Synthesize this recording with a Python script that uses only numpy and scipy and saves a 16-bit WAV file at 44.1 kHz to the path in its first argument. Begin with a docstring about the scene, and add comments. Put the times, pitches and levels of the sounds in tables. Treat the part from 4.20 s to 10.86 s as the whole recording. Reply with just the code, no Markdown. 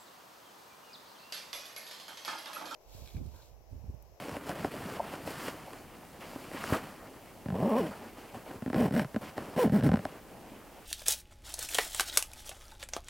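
"""On a quiet forest floor, a nylon stuff sack rustles against a backpack and is dropped beside it.
Sliding cloth gives friction noise, folds snap over, and a glove squeaks by stick and slip.
Gloved hands fold the flap over and draw it shut in jerks: the fastener, most likely a coarse zip,
ticks tooth by tooth, then buzzes as it speeds up, and every tooth thumps the taut fabric."""
import sys
import numpy as np
from scipy import signal
from scipy.fft import rfft, irfft, next_fast_len
from scipy.io import wavfile
from scipy.ndimage import uniform_filter1d

SR = 44100
rng = np.random.default_rng(int(sys.argv[2]) if len(sys.argv) > 2 else 0)


def transcribe(signal):
    """Save signal, clipped to [-1, 1], as a 16-bit WAV file at the path in sys.argv[1]."""
    frames = np.atleast_2d(signal).T
    limited = np.clip(frames, -1, 1)
    pcm = np.round(limited * 32767).astype(np.int16)
    wavfile.write(sys.argv[1], SR, pcm)


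N = 293511
T = np.arange(N) / SR

# Noise spectra. Each row: frequency in Hz, relative spectral density in dB.
FOREST_SPECTRUM = [(15, -19), (25, 10), (156, -6), (260, -1.5), (340, -6), (848, -6), (1240, -14),
                   (2920, -16), (3720, -21), (15500, -21)]
CLOTH_SPECTRUM = [(29, -43), (50, -4.5), (122, 2.5), (183, 3.5), (221, 4.5), (375, 2), (753, 0),
                  (1660, -9.5), (3030, -14), (3670, -21.5), (4670, -21), (6230, -27), (8710, -25.5),
                  (12800, -27.5), (15500, -29)]
CRUMPLE_SPECTRUM = [(24, -34), (40, -27), (263, 3), (359, -5), (479, 2), (816, -8), (1520, -6.5),
                    (2260, -18), (2950, -22), (4210, -31), (8000, -33), (10400, -48), (17600, -120)]   # the sack landing
TAPE_SPECTRUM = [(2060, -29), (3500, 0), (3680, -27), (4040, -10), (5650, 4), (6250, -7), (9130, -5.5),
                 (15500, -6.5)]   # zip tape running through the slider
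# Stereo width of the forest. Each row: frequency in Hz, side relative to mid in dB.
FOREST_WIDTH = [(60, -10), (110, -1), (200, -6.5), (380, -3), (700, -8), (1290, -8.5), (2380, -9),
                (4400, -6), (8120, -7), (15000, -3)]

# Resonances. Each row: frequency in Hz, bandwidth in Hz, relative gain in dB.
LOAD_MODES = [(83, 57, -9)]   # the packed contents
SEAM_MODES = [(402, 140, 8), (611, 105, 11), (779, 79, 7), (1036, 50, 3.5)]
SLIDER_MODES = [(1390, 580, 5), (1866, 830, 2.5), (2840, 360, -4), (4350, 980, -14), (5350, 370, -10.5),
                (8630, 1850, -17.5)]
FLAP_EDGE_MODES = [(970, 200, 3.4)]
PULL_TAB_MODES = [(2510, 530, 1.7)]
SQUEAK_MODES = [(603, 98, -1), (930, 120, -3.5)]
THUD_MODES = [(87, 62, -4.5), (250, 140, -9), (480, 140, -8.5)]

# Cloth sliding on cloth, first the sack, then flap and sleeves. Each row: start in seconds,
# length in seconds, level in dB, swell from start to end in dB, brightness in dB.
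STROKES = [(-0.02, .19, -44, 1, 1), (0.196, .06, -48.5, 4, -1), (0.256, 0.051, -37.5, 2, -2.5),
           (0.342, .12, -40.5, 2, -2), (0.501, 0.27, -42.5, 4, 0.5), (0.804, 0.15, -45.5, 5, 0.5),
           (0.963, 0.11, -45.5, 5, -1), (1.055, 0.1, -43.5, -3, 4), (1.162, .128, -44.5, 5, 5.5),
           (1.317, 0.29, -52, -2, 2.5), (1.737, 0.4, -55, 1, 0), (1.997, 0.33, -51.5, -1, 4.5),
           (2.318, 0.23, -44.5, 9.5, 5.5), (2.561, 0.15, -48, -2.5, 2), (2.71, 0.27, -55, -1, -2),
           (3.642, 0.25, -48, -5.5, -1), (3.96, 0.17, -54.5, -5, 0.5), (4.134, .06, -45, -3, -4),
           (4.252, 0.1, -48.5, 0.5, -1.5), (5.006, 0.088, -45.5, -4, 0.5), (5.16, 0.19, -44.5, -6, -3),
           (5.787, 0.18, -48.5, -2.5, -3), (6.099, 0.25, -52.5, -4, -27)]
# Folds snapping and gloves patting, and at 5.85 s the zip's last tooth snapping home. Each row: start in
# seconds, relative thump and click levels in dB.
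FOLDS = [(0.083, -38, -36), (0.0935, -45, -26), (0.1666, -34.5, -26.5), (0.2925, -33, -25.5),
         (0.3155, -54, -26), (0.4458, -25.5, -20.5), (0.5388, -41, -30), (0.9374, -39, -32),
         (1.0744, -35.5, -30), (1.282, -38, -23), (1.5326, -49, -34), (2.1584, -31.5, -42),
         (2.3145, -42, -31.5), (2.345, -32.5, -50), (2.4396, -59, -17.5), (2.5022, -36, -29),
         (3.9822, -42, -55), (4.3094, -34.5, -36), (5.1792, -30.5, -23), (5.2827, -36, -53),
         (5.8524, -30, -21.5), (6.316, -41.5, -54), (6.3615, -42, -60)]
# A glove slipping on nylon. Each row: start in seconds, peak level in dB.
GLOVE_SLIPS = [(0.7955, -23.5), (0.8012, -19.5), (0.8042, -29)]
# Single teeth passing the slider.
# Each row: start in seconds, relative thump and click levels in dB, fabric pitch in Hz.
SINGLE_TEETH = [(3.259, -31.5, -33, 180), (3.2848, -30.5, -30.5, 194), (3.3027, -31, -27, 189),
                (3.3228, -27, -33, 177), (4.4221, -34, -30.5, 242), (4.461, -30, -28.5, 262),
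                (4.4763, -28.5, -33, 257), (4.5004, -31.5, -25.5, 250), (4.5303, -30.5, -21, 290),
                (4.5442, -28, -18.5, 322), (4.7083, -28, -28, 213), (4.764, -32, -17.5, 230),
                (4.795, -31, -12, 234), (4.8463, -36, -24.5, 142), (4.9444, -33.5, -27, 240),
                (4.9616, -25, -19.5, 223), (5.4958, -27, -26, 182), (5.6086, -33, -25, 154),
                (5.6252, -26, -25, 151), (5.6906, -21, -20, 192), (5.7166, -21.5, -18.5, 191),
                (5.7334, -23, -23, 148), (5.7393, -17.5, -19, 222), (5.758, -36, -21, 180),
                (5.7714, -31, -23, 230), (5.7912, -35, -26, 183)]
# The first long draw of the slider. Each row: time in seconds, teeth per second, roughness from 0 to 1,
# hand force in dB, fabric tension in dB, bite of the hard parts in dB.
LONG_DRAW = [(3.341, 79, .25, -27.5, 1, -10), (3.40, 125, .3, -31, 5, -6),
             (3.452, 215, 0.26, -30, 3.5, -10), (3.48, 237, 0.27, -32.5, 3, -8.5),
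             (3.497, 300, 0.01, -33.5, 3, -4), (3.517, 212, 0.05, -31, 1.5, -8),
             (3.55, 222, .05, -28, -0.5, -11), (3.587, 278, .05, -32, 3, -1.5),
             (3.626, 170, .12, -35.5, 7, -0.5), (3.675, 145, .5, -35, 1.5, -1.5),
             (3.711, 88, 0.53, -47, 13, -7)]
# The opposite teeth strike halfway between, strongly near the end of the draw.
# Each row: time in seconds, strength from 0 to 1.
OPPOSITE_ROW = [(3.57, .05), (3.595, 0.96), (3.625, 0.73), (3.71, 0.05)]
# Short jerks. Each row: start, rise, steady and fall times in seconds, nominal top speed in teeth
# per second, roughness from 0 to 1, then force, tension, tightening and bite in dB.
JERKS = [(4.55, 0.042, 0.037, 0.055, 245, 0.3, -31.5, 7, -1, -1),
         (4.723, 0.042, .025, 0.047, 239, 0.3, -35.5, 9.5, -5.5, 4),
         (5.362, .031, .038, .043, 497, 0.11, -32.5, 9.5, 11, 0),
         (5.521, .022, .02, 0.037, 210, .08, -34, 14, -5, 1.5),
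         (5.635, 0.016, 0.016, 0.016, 153, 0.25, -32, 15.5, 5, 3)]

CRINKLE_DB, SWISH_DB = -6, -13.5   # against the body of the rustle
SLAP_HARDNESS = 0.55   # 0: the seam's slap follows the thump of a contact, 1: its click
CRUISE_PER_S = 236   # reference speed of the zip, in teeth per second


def from_db(db):
    """Decibels to amplitude ratio."""
    return 10 ** (np.asarray(db) / 20)


def rms_one(x):
    """Normalise to unit rms."""
    return x / np.sqrt(np.mean(x ** 2) + 1e-20)


def in_time(rows):
    """Linear interpolation of each column at every sample."""
    times, *columns = np.transpose(rows)
    return [np.interp(T, times, column) for column in columns]


def cut(x, hz, kind, order=2):
    """Butterworth filter."""
    return signal.sosfilt(signal.butter(order, hz, kind, fs=SR, output="sos"), x + 1e-18)


def colour(x, spectrum):
    """Spectral shaping by a curve interpolated in log frequency."""
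    size = next_fast_len(N)
    bins_hz = np.arange(size // 2 + 1) * SR / size
    hz, db = np.transpose(spectrum)
    gain = from_db(np.interp(np.log(np.maximum(bins_hz, 1)), np.log(hz), db))
    return irfft(rfft(x, size) * gain, size)[:N]


def drift(rate_hz):
    """Low-passed noise: a slow random fluctuation of unit rms."""
    step, settling = 40, 2000
    pole = np.exp(-2 * np.pi * step * rate_hz / SR)
    noise = rng.standard_normal(N // step + settling + 2)
    slow = signal.lfilter([1], [1, -2 * pole, pole * pole], noise)[settling:]
    return np.interp(np.arange(N) / step, np.arange(len(slow)), rms_one(slow))


def resonate(x, modes):
    """Superposition of damped modes of alternating sign."""
    out = 0
    for k, (hz, width_hz, db) in enumerate(modes):
        r = np.exp(-np.pi * width_hz / SR)
        feedback = [1, -2 * r * np.cos(2 * np.pi * hz / SR), r * r]
        ring = signal.lfilter([(1 - r * r) / 2, 0, (r * r - 1) / 2], feedback, x + 1e-18)
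        out = out + (-1) ** k * from_db(db) * ring
    return out


def grains(per_s, spread_db):
    """Shot noise: impulses at random times, unit rms."""
    sizes = from_db(spread_db * np.minimum(rng.exponential(1, N), 4)) * rng.choice([-1, 1], N)
    return rms_one(sizes * (rng.random(N) < per_s / SR))


def strike(body, start_s, peak_db, scuff, scuff_s):
    """Impact excitation: an impulse and a short scuff of noise set a body ringing."""
    t = T[:4096]
    push = scuff * rng.standard_normal(len(t)) * np.exp(-t / scuff_s) + (t == 0)
    blow = body(push)
    return int(start_s * SR), from_db(peak_db) * blow / np.abs(blow).max()


def place(blows):
    """Superposition of blows, each a start sample and a wave."""
    out = np.zeros(N)
    for start, wave in blows:
        out[start:start + len(wave)] += wave[:N - start]
    return out


def forest(mid_db):
    """Air in the trees is steady broadband noise; an uncorrelated side signal gives it width."""
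    mid, side = [rms_one(colour(rng.standard_normal(N), FOREST_SPECTRUM)) for _ in range(2)]
    return from_db(mid_db) * (mid + colour(side, FOREST_WIDTH) * np.array([[1], [-1]]))


def stroke_levels(attack_s, release_s, sleeves_db):
    """Incoherent sources add in power: the cloth's body, crinkle and swish, in dB, over all strokes."""
    body = crinkle = swish = from_db(sleeves_db) ** 2   # the arms never quite rest
    for start_s, length_s, db, swell_db, bright_db in STROKES:
        age = T - start_s
        shape = np.clip(age / attack_s, 0, 1) * np.exp(-np.clip((age - length_s) / release_s, 0, 20))
        progress = np.clip(age / length_s, 0, 1)
        power = (shape * from_db(db + swell_db * (progress - .5))) ** 2
        body = body + power
        crinkle = crinkle + power * from_db(bright_db) ** 2
        swish = swish + power * from_db(1.18 * bright_db) ** 2
    return 10 * np.log10(body), 10 * np.log10(crinkle) + CRINKLE_DB, 10 * np.log10(swish) + SWISH_DB


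def rustle(levels_db, flicker_db, clump_db, grain_share):
    """Sliding friction: noise and crease grains, in clumps that differ from band to band."""
    clumps, out = drift(45), 0
    zones_hz = [[60, 250, 500, 1000], [1000, 2000, 4000], [4000, 8000, 16000]]
    for level_db, edges, unevenness in zip(levels_db, zones_hz, [1.0, .9, .4]):
        zone = 0
        for low, high in zip(edges, edges[1:]):
            rub = np.sqrt(1 - grain_share) * rng.standard_normal(N)
            rub += np.sqrt(grain_share) * grains(per_s=2500, spread_db=0.5)
            patches = from_db(unevenness * (flicker_db * drift(14.4) + clump_db * clumps))
            zone = zone + cut(colour(rub, CLOTH_SPECTRUM), [low, high], "band", order=3) * patches
        out = out + from_db(level_db) * rms_one(zone)
    return out


def creases(crinkle_db, per_s, relative_db):
    """Sparse shot noise: single creases pop out of the rustle."""
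    pops = cut(colour(grains(per_s, spread_db=2), CLOTH_SPECTRUM), 900, "high")
    return from_db(crinkle_db + relative_db) * rms_one(pops)


def panel(x, pitch_hz):
    """Membrane resonance: tauter fabric rings higher, and the load behind it booms lower."""
    fabric_mode = (pitch_hz, 51, 0)
    ring = resonate(x, LOAD_MODES + [fabric_mode])
    return cut(cut(ring, 1.6 * pitch_hz, "low", order=3), 64, "high")


def seam(x):
    """Damped midrange modes give the stiff seam a short, hollow slap."""
    return cut(resonate(x, SEAM_MODES), [300, 1250], "band")


def slider(x):
    """Small hard parts have high, fast-decaying modes, heard as a click."""
    return cut(resonate(x, SLIDER_MODES), 650, "high")


def folds(pitch_hz):
    """Soft impacts of folds, gloves and the zip's last tooth excite panel, seam and slider together."""
    blows = []
    for s, thump_db, click_db in FOLDS:
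        slap_db = thump_db + SLAP_HARDNESS * (click_db - thump_db)
        blows += [strike(lambda x: panel(x, pitch_hz), s, thump_db + 0.5, scuff=0.036, scuff_s=0.0023),
                  strike(seam, s, slap_db + 1.5, scuff=0.18, scuff_s=0.0027),
                  strike(slider, s, click_db - 5, scuff=0.8, scuff_s=0.0011)]
    return place(blows)


def glove_squeak():
    """Stick-slip friction: each slip of the glove on the nylon rings two resonances."""
    def ring(x):
        return cut(resonate(x, SQUEAK_MODES), [500, 1100], "band")
    return place(strike(ring, s, db, scuff=.01, scuff_s=0.002) for s, db in GLOVE_SLIPS)


def sack_drop(start_s, crumple_db, rise_s, decay_s, thud_db):
    """Inelastic impact: the soft sack thuds in its low modes and crumples."""
    age = np.maximum(T - start_s, 0)
    envelope = (1 - np.exp(-age / rise_s)) * np.exp(-age / decay_s)
    crumple = rms_one(colour(grains(per_s=6400, spread_db=0), CRUMPLE_SPECTRUM)) * envelope
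    thud = strike(lambda x: resonate(x, THUD_MODES), start_s, thud_db, scuff=0.015, scuff_s=0.0047)
    return from_db(crumple_db) * crumple + cut(place([thud]), 610, "low")


def zip_ticks(scuff, scuff_s):
    """At a crawl the ear resolves each tooth's impact: a click, and the fabric springing back."""
    def soft_click(x):
        return cut(slider(x), 5000, "low", order=1)
    blows = []
    for s, thump_db, click_db, pitch_hz in SINGLE_TEETH:
        slap_db = thump_db + SLAP_HARDNESS * (click_db - thump_db)
        blows += [strike(lambda x: panel(x, pitch_hz), s, thump_db + 4, scuff, scuff_s),
                  strike(seam, s, slap_db - 3, scuff, scuff_s),
                  strike(soft_click, s, click_db - 7.5, scuff, scuff_s)]
    return place(blows)


def jerk(start_s, rise_s, steady_s, fall_s, top_per_s, rough, force_db, tension_db, tighten_db, bite_db):
    """The slider accelerates, runs and slows as the fabric tightens or gives; rows as in LONG_DRAW."""
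    crawl_per_s, sag = 115, .04
    ages = np.cumsum([0, rise_s, steady_s, fall_s])
    slow = (crawl_per_s, rough + .12)
    fresh, tiring = (top_per_s * (1 + sag), rough), (top_per_s * (1 - sag), rough)
    return [(start_s + age, *motion, force_db, tension_db + tighten_db * (age / ages[-1] - .5), bite_db)
            for age, motion in zip(ages, [slow, fresh, tiring, slow])]


def tooth_impulses(per_s, moving):
    """Travel is the integral of speed: one impulse as a pull sets off, then one per tooth length."""
    sets_off = np.diff(moving, prepend=0) > 0
    travel = np.cumsum(per_s * moving) / SR
    travel = travel - np.maximum.accumulate(travel * sets_off)
    near_row, far_row = [np.diff(np.floor(travel + offset), prepend=0) > 0 for offset in (0, .5)]
    return 1. * sets_off + near_row + in_time(OPPOSITE_ROW)[0] * far_row


def zip_levels(per_s, force_db, tension_db, bite_db):
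    """Excitation grows with force and octaves of speed: thump, slap, click and hiss levels in dB."""
    fabric_limit_hz = 238   # the fabric cannot follow faster teeth
    octaves = np.log2(per_s / CRUISE_PER_S)
    too_fast = np.maximum(np.log2(per_s / fabric_limit_hz), 0)
    return [force_db + tension_db + 8.5 * octaves - 28 * too_fast,
            force_db + 7 * octaves,
            force_db + bite_db - 11 + 4.5 * octaves,
            force_db + bite_db - 19 + 6.5 * octaves]


def drive(parts, levels_db, moving):
    """Forced, then free vibration: parts follow their levels during a pull and ring out after it."""
    last_moving = np.maximum.accumulate(np.arange(N) * (moving > 0))
    duty = uniform_filter1d(moving, size=800) + 1e-6
    out = 0
    for part, level_db in zip(parts, levels_db):
        power = uniform_filter1d(part ** 2 * moving, size=800) / duty
        gain = from_db(level_db) / np.sqrt(np.abs(power) + 1e-10)
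        out = out + part * gain[last_moving]
    return out


def zip_buzz(jitter, unevenness_db, stutter_db, scuff, scuff_s, hiss_share):
    """A fast impulse train fuses into a buzz whose pitch is the rate of teeth passing the slider."""
    runs = [LONG_DRAW] + [jerk(*row) for row in JERKS]
    motion = [(s, np.log(speed), *rest) for run in runs for s, speed, *rest in run]
    log_speed, rough, force_db, tension_db, bite_db = in_time(motion)
    per_s = np.exp(log_speed + jitter * rough * drift(120))
    moving = np.zeros(N)
    for run in runs:
        moving[int(run[0][0] * SR):int(run[-1][0] * SR)] = 1
    teeth = tooth_impulses(per_s, moving) * from_db(unevenness_db * rough * rng.standard_normal(N))
    # each tooth scrapes briefly along the slider; above cruising speed it skims and scrapes less
    contact = signal.lfilter([1], [1, -np.exp(-1 / (scuff_s * SR))], teeth + 1e-18)
    skim = from_db(-20 * np.maximum(np.log2(per_s / CRUISE_PER_S), 0))
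    scrape = skim * contact * rng.standard_normal(N)
    knock = teeth + 0.82 * scrape
    push = teeth + scuff * rough * scrape
    loose = from_db(1.5 - 0.64 * tension_db)   # tab and flap edge rattle less under tension
    thump = panel(teeth, pitch_hz=210) + 0.27 * panel(teeth, pitch_hz=250)
    slap = cut(seam(push), 1120, "low")
    slap += loose * cut(resonate(push, FLAP_EDGE_MODES), [760, 1200], "band")
    click = slider(knock) + loose * cut(resonate(knock, PULL_TAB_MODES), [1900, 3400], "band")
    tape = colour(rng.standard_normal(N), TAPE_SPECTRUM)
    hiss = cut(tape * (contact + hiss_share) * moving, 8000, "high")
    force_db = force_db + stutter_db * drift(75)   # the hand's pull is never even
    levels_db = zip_levels(np.exp(log_speed), force_db, tension_db, bite_db)
    return drive([thump, slap, click, hiss], levels_db, moving)


def scene():
    """Superposition: the handling is close and dead centre, with the forest spread around it."""
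    body_db, crinkle_db, swish_db = stroke_levels(attack_s=0.013, release_s=0.034, sleeves_db=-55.5)
    cloth = rustle([body_db, crinkle_db, swish_db], flicker_db=2.5, clump_db=0.5, grain_share=0.55)
    cloth += creases(crinkle_db, per_s=80, relative_db=-6.5)
    knocks = folds(pitch_hz=279) + glove_squeak()
    knocks += sack_drop(start_s=2.523, crumple_db=-17.5, rise_s=0.023, decay_s=0.023, thud_db=-14)
    ticks = zip_ticks(scuff=0.053, scuff_s=0.0061)
    buzz = zip_buzz(jitter=0.15, unevenness_db=12.5, stutter_db=1.5,
                    scuff=0.5, scuff_s=0.0061, hiss_share=0.22)
    return forest(mid_db=-56) + cloth + knocks + ticks + buzz


def record(dry):
    """Band limiting: the deepest rumble is rolled off and the top is cut steeply."""
    steep_lowpass = signal.ellip(12, .1, 80, 15900, fs=SR, output="sos")
    return signal.sosfilt(steep_lowpass, cut(dry, 40.6, "high"))


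dry = scene()
out = record(dry)
transcribe(out)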